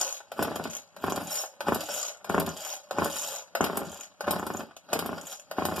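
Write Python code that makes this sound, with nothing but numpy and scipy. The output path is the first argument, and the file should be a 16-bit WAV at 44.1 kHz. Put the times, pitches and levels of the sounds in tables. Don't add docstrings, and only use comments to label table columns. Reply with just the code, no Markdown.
import sys
import numpy as np
from scipy import signal
from scipy.fft import rfft, irfft
from scipy.io import wavfile
from scipy.ndimage import uniform_filter1d, map_coordinates

SR = 44100
rng = np.random.default_rng(int(sys.argv[2]) if len(sys.argv) > 2 else 0)


def makeup_ratio(level_db):
    decades = np.asarray(level_db, float) / 20
    return 10 ** decades


def digitize_waveform(pressure):
    field = np.atleast_2d(pressure).T
    bounded = np.clip(field, -1, 1)
    quanta = np.round(bounded * 32767).astype(np.int16)
    wavfile.write(sys.argv[1], SR, quanta)


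N = 255780

# (frequency [Hz], density [dB per Hz])
YARD_SPECTRUM = [(40, -24), (90, -3.5), (400, -12), (540, 1.5), (2910, -7), (4300, -23), (7120, -12),
                 (14500, -30)]
# (pawls engage [s], engaging knock [dB], yank [dB], coasting [dB], crank stops [s])
PULLS = [
    (0.3171, -37, -35, -40, 0.67),
    (0.9635, -42, -43, -35, 1.216),
    (1.6054, -31, -32.5, -54, 1.94),
    (2.244, -37.5, -35.5, -35.5, 2.492),
    (2.9093, -33.5, -31, -63, 3.31),
    (3.551, -26, -33.5, -41, 3.9),
    (4.207, -32.5, -34, -41, 4.627),
    (4.858, -68, -38, -42.5, 5.19),
    (5.5117, -35.5, -37, -36.5, 6.26),
]
# (full speed [s], handle home [s], rasp at full speed [dB], rasp at home [dB],
# spring brightness [dB])
REWINDS = [
    (0.0, 0.16, -37, -47.5, -1),
    (0.725, 0.799, -48.5, -55, -2),
    (1.33, 1.419, -39.5, -40, 2.5),
    (1.92, 2.084, -38.5, -42, -2.5),
    (2.607, 2.74, -44.5, -43.5, 0),
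    (3.169, 3.38, -41, -44.5, -0.5),
    (3.889, 4.04, -53, -54.5, -5),
    (4.55, 4.598, -61, -59.5, 7),
    (5.317, 5.351, -46.5, -51, 2.5),
    (5.772, 5.805, -58, -33.5, -1),
]
# (time [s], metal [dB], plastic case [dB], bright crack [dB])
KNOCKS = [(0.167, -47.5, -63, -71), (0.203, -75, -44.5, -78), (0.4258, -37.5, -36, -33.5),
          (0.557, -42.5, -36, -42.5), (0.639, -42, -46, -47.5), (1.098, -41, -57, -42.5),
          (1.16, -40, -36, -40.5), (1.436, -55, -35.5, -75), (4.7092, -82, -46.5, -85),
          (1.7456, -40, -41, -34), (1.807, -39.5, -41, -42), (1.888, -59, -36.5, -61),
          (2.2945, -48.5, -59, -42), (2.3983, -38, -35, -35), (2.463, -42.5, -54, -43.5),
          (2.5664, -46.5, -47, -80), (3.044, -38.5, -41, -36.5), (3.1645, -42, -39, -51),
          (3.6406, -35.5, -32, -32.5), (3.7711, -41, -58, -33), (4.308, -36.5, -36, -28.5),
          (4.4655, -45, -38.5, -40), (4.605, -63, -35.5, -84), (4.765, -53, -59, -74),
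          (4.9305, -32.5, -28, -32), (4.99, -39.5, -39, -36), (5.0602, -46.5, -62, -39),
          (5.18, -52, -37, -64), (5.652, -37, -64, -31), (5.762, -42, -42, -41.5)]
# (time [s], level [dB])
TICKS = [(0.1255, -27), (0.7003, -35), (0.7334, -28), (0.7504, -27.5), (0.7672, -24.5), (1.122, -29),
         (1.272, -32), (1.308, -25), (4.7668, -34), (2.294, -40), (2.491, -31), (2.6494, -24.5),
         (2.984, -40), (3.105, -36), (3.1237, -30), (3.2321, -34), (3.6097, -24), (3.8691, -38),
         (3.8955, -37), (3.917, -31), (3.9444, -34.5), (3.9736, -34), (4.0088, -30), (4.0339, -30.5),
         (4.3956, -35.5), (4.5373, -36), (4.5697, -29), (5.2125, -34), (5.2692, -30.5), (5.3971, -34.5)]
# (time [s], level [dB])
DRIVEN_PUFFS = [(0.3926, -15), (0.426, -20), (0.4539, -24), (1.041, -16), (1.0825, -18), (1.1224, -18),
                (1.6853, -12.5), (1.7221, -12), (1.7596, -19.5), (2.2986, -16), (2.3456, -12.5),
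                (2.3805, -11), (2.9854, -14), (3.021, -15.5), (3.0592, -19), (3.608, -11), (3.6413, -19),
                (3.6706, -25), (4.279, -15.5), (4.3105, -28), (4.3359, -21.5), (4.9302, -20), (4.961, -20),
                (4.9916, -23.5), (5.5849, -15.5), (5.6221, -17.5), (5.654, -18.5)]
COASTING_PUFFS = [0.4819, 0.517, 0.5607, 0.5984, 0.6554, 1.178, 2.419, 2.4775, 3.699, 3.7324, 3.7747, 3.818,
                  4.364, 4.3971, 4.4294, 4.4683, 4.503, 4.5488, 5.0256, 5.0605, 5.0926, 5.1302, 5.6867,
                  5.7228, 5.7815]
# (frequency [Hz], width [Hz], level [dB])
MUFFLER = [(88.2, 14.3, -1.5), (168.7, 16.3, 7), (230.3, 100, -2), (314, 8.5, -3.5), (389.2, 24.5, -9.5)]
# (frequency [Hz], width [Hz], level [dB])
CASE = [(559.4, 38.5, 3), (621.4, 37.7, 1.5), (855, 170, -2), (939, 196, -5.5), (1282, 390, -9.5)]
# (frequency [Hz], width [Hz], level [dB])
REEL = [(2124, 386, 0), (3185, 560, -2), (3875, 150, 4.5), (4606, 690, 0.5), (5100, 82, -31),
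        (5760, 780, -18), (6240, 14000, -16)]
# (frequency [Hz], width [Hz], level [dB])
SPRING = [(8210, 240, -2), (10144, 160, -1.5), (11070, 710, 2), (12000, 3440, -0.5), (13420, 1140, 3)]
# (frequency [Hz], width [Hz], level [dB])
PAWL = [(6227, 480, 0.11), (6765, 1190, -3.1)]
# (frequency [Hz], width [Hz], level [dB])
SQUEAL = [(4390, 37, 3), (5050, 39, -10), (4950, 25, -27), (5460, 30, 16.5), (9970, 72, -3),
          (11000, 42, -14), (12100, 60, -15), (13500, 60, -3)]
# (frequency [Hz], width [Hz], level [dB])
COVER = [(545, 56, -2), (599, 44, -1)]
# (frequency [Hz], level [dB], T60 [s])
BAR = [(3200, -39, 0.064), (4450, -1, 0.093), (4750, -20, 0.072), (5130, 4.5, 0.082), (5550, -12, 0.035),
       (12300, 13, 0.054), (11750, 5.5, 0.12)]

YARD_DB = -65
GROUND_S, GROUND_DB = .0028, -8
ECHO_T60_S, ECHO_DB, ECHO_CUT_HZ = .17, -16, 12000
BOOM_DB, BOOM_HZ = -14.5, 271
SWING_HZ = 1.5
PORT_LAG = 21
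COAST_PUFF_DB, COAST_SPREAD_DB = -22.5, .8
ENGAGE_METAL_DB, ENGAGE_CRACK_DB = -11.5, -13.5
YANK_S, YANK_HOLD_S, COAST_FROM_S = 0.077, 0.013, 0.1
SPIN_UP_DB_PER_S, YANK_FADE_DB_PER_S, STOP_DB_PER_S, COAST_RISE_DB = 318, 120, 191, 3
DRAG_DB, DRAG_SAG_DB = -47, -15.5
RATTLE_YANK_DB, RATTLE_COAST_DB, RATTLE_REWIND_DB = 0.5, -9, -2.5
BRIGHT_DB, BRIGHT_SLOPE = -43.5, 1.54
STILL_AIR_DB, STILL_RATTLE_DB, STILL_RASP_DB = -77, -78.5, -71
TICK_WITH_KNOCK_DB, TICK_WITH_PUFF_DB = 7.5, -28
TEETH_PER_S, TEETH_SPREAD_DB, TEETH_DB = 70.0, 2.9, 4
REWIND_RISE_DB_PER_S, REWIND_FADE_DB_PER_S, CASE_FADE_DB_PER_S = 112, 289, 184
COVER_DB, COVER_FADE_DB_PER_S = -12.5, 81


def rms_one(x):
    return x / np.sqrt(np.mean(x ** 2) + 1e-20)


def clicks(seconds, sizes):
    out = np.full(N, 1e-18)
    at = (np.asarray(seconds) * SR).astype(int)
    out[np.minimum(at, N - 1)] = sizes
    return out


def resonate(x, peaks):
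    out = 0
    for k, (hz, width_hz, db) in enumerate(peaks):
        r = np.exp(-np.pi * width_hz / SR)
        feed = [(1 - r * r) / 2, 0, (r * r - 1) / 2]
        back = [1, -2 * r * np.cos(2 * np.pi * hz / SR), r * r]
        out = out + (-1) ** k * makeup_ratio(db) * signal.lfilter(feed, back, x)
    return out


def highpass(x, hz):
    return signal.sosfilt(signal.butter(2, hz, "high", fs=SR, output="sos"), x)


def dying(x, t60):
    return signal.lfilter([1], [1, -makeup_ratio(-60 / (t60 * SR))], x)


def flutter(rate_hz, depth_db):
    smoother = signal.butter(2, rate_hz, fs=SR, output="sos")
    slow = signal.sosfilt(smoother, rng.standard_normal(N + SR))[SR:]
    return makeup_ratio(depth_db * rms_one(slow))


def grit(per_s, spread_db):
    sizes = makeup_ratio(spread_db * rng.exponential(size=N).clip(max=5))
    signs = np.sign(rng.random(N) - .5)
    return sizes * signs * (rng.random(N) < per_s / SR)


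def plateaus(starts, ends, start_db, end_db, rise_db_per_s, fall_db_per_s):
    t = np.arange(0, N + 64, 64) / SR
    columns = np.broadcast_arrays(starts, ends, start_db, end_db)
    start, end, a, b = [np.reshape(v, (-1, 1)) for v in columns]
    db = a + (b - a) * np.clip((t - start) / (end - start), 0, 1)
    db = db - rise_db_per_s * np.clip(start - t, 0, 9) - fall_db_per_s * np.clip(t - end, 0, 9)
    return np.interp(np.arange(N) / SR, t, makeup_ratio(db).sum(axis=0))


def yard_hum():
    hz, db = np.transpose(YARD_SPECTRUM)
    log_hz = np.log(np.arange(N // 2 + 1) * SR / N + 1)
    spectrum = rfft(rng.standard_normal((2, N))) * makeup_ratio(np.interp(log_hz, np.log(hz), db))
    return makeup_ratio(YARD_DB) * rms_one(irfft(spectrum, N))


def rewind(bright_share=0, fade_db_per_s=REWIND_FADE_DB_PER_S):
    full, home, full_db, home_db, bright_db = np.transpose(REWINDS)
    extra_db = bright_share * bright_db
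    return plateaus(full, home, full_db + extra_db, home_db + extra_db, REWIND_RISE_DB_PER_S, fade_db_per_s)


def efforts():
    s, _, yank_db, coast_db, stop = np.transpose(PULLS)
    top = s + YANK_S
    yank = plateaus(top, top + YANK_HOLD_S, yank_db, yank_db, SPIN_UP_DB_PER_S, YANK_FADE_DB_PER_S)
    coast = plateaus(s + COAST_FROM_S, stop, coast_db, coast_db + COAST_RISE_DB,
                     SPIN_UP_DB_PER_S, STOP_DB_PER_S)
    drag = plateaus(top, stop, DRAG_DB, DRAG_DB + DRAG_SAG_DB, SPIN_UP_DB_PER_S, STOP_DB_PER_S)
    air = yank + coast + makeup_ratio(STILL_AIR_DB)
    rattle = makeup_ratio(RATTLE_YANK_DB) * yank + makeup_ratio(RATTLE_COAST_DB) * coast
    rattle = rattle + makeup_ratio(RATTLE_REWIND_DB) * rewind(0, CASE_FADE_DB_PER_S) + makeup_ratio(STILL_RATTLE_DB)
    rasp, shine = [drag + rewind(share) + makeup_ratio(STILL_RASP_DB) for share in (0, 1)]
    air, rattle, rasp, shine = 20 * np.log10([air, rattle, rasp, shine])
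    return air, rattle, rasp, BRIGHT_DB + BRIGHT_SLOPE * (shine + 40)


def friction():
    air, rattle, rasp, bright = efforts()
    turn_s = np.r_[np.transpose(DRIVEN_PUFFS)[0], COASTING_PUFFS] - .007
    turns = 0.57 + dying(clicks(turn_s, 0.91), 0.023)
    turns = uniform_filter1d(turns, size=SR // 200) / uniform_filter1d(turns, size=SR // 16)
    skip = rasp + np.clip(0.51 * (rasp - air) - 9, -14, -1.5)
    tooth_phase = np.cumsum(78 * flutter(8.2, 1.4)) / SR % 1
    teeth = 5.1 * np.exp(-4.2 * tooth_phase)
    shared = flutter(64, 2.2)
    layers = [(air - 4, turns, MUFFLER, 900),
              (rattle - .6, turns, CASE, 2500),
              (rasp - 1.2, 1, REEL, 7000),
              (skip, teeth, PAWL, 9000),
              (bright + 7.1, 1, SPRING, 9000)]
    out = 0
    for db, gate, body, per_s in layers:
        contacts = grit(per_s, 3.27)
        sound = 0
        for k, peak in enumerate(body):
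            sound = sound + (-1) ** k * flutter(32.5, 2.8) * resonate(contacts, [peak])
        if body is not MUFFLER:
            sound = highpass(sound, 440)
        out = out + makeup_ratio(db) * gate * rms_one(shared * sound)
    rub = grit(8000, 1.8)
    squeal = sum(flutter(9, 6) * resonate(rub, [note]) for note in SQUEAL)
    return out + makeup_ratio(skip - 6) * rms_one(squeal)


def reel_cover():
    drumming = resonate(resonate(grit(1500, 2.8), COVER), [(570, 250, 0)])
    return makeup_ratio(COVER_DB) * rewind(0, COVER_FADE_DB_PER_S) * flutter(20, 2.3) * rms_one(drumming)


def blows_struck():
    engaging = [(s, db + ENGAGE_METAL_DB, db, db + ENGAGE_CRACK_DB) for s, db, *_ in PULLS]
    return np.transpose(engaging + KNOCKS)


def ratchet():
    tick_s, tick_db = np.transpose(TICKS)
    knock_s, metal_db = blows_struck()[:2]
    puff_s, puff_db = np.transpose(DRIVEN_PUFFS)
    lesser = np.abs(grit(TEETH_PER_S, TEETH_SPREAD_DB)) * makeup_ratio(TEETH_DB) * rewind()
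    teeth = clicks(tick_s, makeup_ratio(tick_db)) + lesser
    teeth = teeth + clicks(knock_s, makeup_ratio(metal_db + TICK_WITH_KNOCK_DB))
    teeth = teeth + clicks(puff_s, makeup_ratio(puff_db + TICK_WITH_PUFF_DB))
    tick = dying(teeth, 0.018) * rms_one(resonate(grit(11000, 1.46), PAWL))
    shake = dying(teeth, 0.021) * rms_one(resonate(rng.standard_normal(N), CASE + REEL[:2] + SPRING))
    return tick + makeup_ratio(-5.5) * shake


def knocks():
    s, metal_db, case_db, crack_db = blows_struck()
    bodies = [(case_db, CASE, .06, 5),
              (metal_db, REEL, .065, 7),
              (crack_db, SPRING, .055, 10)]
    out = 0
    for db, body, t60, trim_db in bodies:
        blows = clicks(s, makeup_ratio(db + trim_db - 4.5))
        envelope = dying(blows, t60) + 1.56 * dying(blows, 0.021)
        envelope = signal.lfilter([.03], [1, -.97], envelope)
        out = out + envelope * rms_one(resonate(grit(5000, 2.86), body))
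    strengths = rng.normal(0, 4, (len(s), len(BAR)))
    for (hz, db, t60), own_db in zip(BAR, strengths.T):
        struck_db = metal_db if hz < 8000 else crack_db
        blow = clicks(s, makeup_ratio(struck_db + db + own_db - 9))
        out += dying(blow, t60) * np.sin(2 * np.pi * hz * np.arange(N) / SR)
    return highpass(out, 430)


def puffs():
    s, db = np.transpose(DRIVEN_PUFFS)
    soft_db = COAST_PUFF_DB + COAST_SPREAD_DB * rng.standard_normal(len(COASTING_PUFFS))
    return np.r_[s, COASTING_PUFFS], np.r_[db, soft_db]


def exhaust():
    s, db = puffs()
    port = clicks(s, makeup_ratio(db))
    t = np.arange(-SR // 500, SR // 500 + 1) / SR
    t = t / 0.00023
    push = np.exp(-(t + 1.395) ** 2) * 0.79 - np.exp(-t ** 2) * 1.222
    pulse = np.convolve(port, push, "same")
    ringing = 5.45 * resonate(pulse, MUFFLER) + 0.35 * resonate(pulse, CASE)
    hiss = dying(port, 0.036) * rms_one(resonate(rng.standard_normal(N), CASE[2:] + REEL[:1]))
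    return makeup_ratio(1.0) * pulse + ringing + makeup_ratio(-16.0) * hiss


def echoes():
    delays, sides, signs = rng.random(size=(3, 200))
    delays = .004 + delays ** 1.4 * ECHO_T60_S * .8
    sizes = np.sign(signs - .5) * makeup_ratio(ECHO_DB - 60 * delays / ECHO_T60_S)
    response = np.zeros((2, SR // 2))
    for port, way in enumerate([1, -1]):
        at = (delays * SR + way * (sides - .5) * PORT_LAG).astype(int)
        np.add.at(response[port], at, sizes)
    boom = resonate(response[0], [(BOOM_HZ, 170, BOOM_DB)]) * [[1], [-1]]
    band = signal.butter(1, [420, ECHO_CUT_HZ], "band", fs=SR, output="sos")
    return signal.sosfilt(band, response) + boom


def yard(x):
    t = np.arange(N)
    ground = makeup_ratio(GROUND_DB) * np.roll(x, int(GROUND_S * SR))
    heard = x + ground + np.zeros((2, 1))
    place = t / SR * SWING_HZ * 2.3
    for k in range(5):
        distance = np.abs((place - k + 2.5) % 5 - 2.5)
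        near = np.sqrt(np.clip(1 - distance, 0, 1))
        heard += signal.fftconvolve(near * x[None], echoes(), axes=1)[:, :N]
    lag = 1.11 + 1.86 * np.sin(2 * np.pi * SWING_HZ * t / SR)
    return np.array([heard[0], map_coordinates(heard[1], [t - lag], order=3)])


def scene():
    saw = friction() + reel_cover() + ratchet() + knocks() + exhaust()
    return yard(saw) + yard_hum()


def roll_off(x):
    return signal.sosfilt(signal.butter(12, 15610, fs=SR, output="sos"), x)


def record(dry):
    dry = dry - resonate(dry, [(12500, 1940, -0.5)]) * [[0], [1]]
    blur, cancel = .25, .95
    late = signal.lfilter([0] * (PORT_LAG - 1) + [blur, 1 - 2 * blur, blur], [1], dry[::-1])
    pole, zero = np.exp(-2 * np.pi * np.array([110, 600]) / SR)
    aimed = makeup_ratio(-4.5) * signal.lfilter([1, -zero], [1, -pole], dry - cancel * late)
    aimed = highpass(aimed, 62)
    aimed = signal.sosfilt(signal.ellip(6, 1, 42, 14250, fs=SR, output="sos"), aimed)
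    return roll_off(aimed * makeup_ratio([[.3], [-.3]]))


dry = scene()
out = record(dry)
digitize_waveform(out)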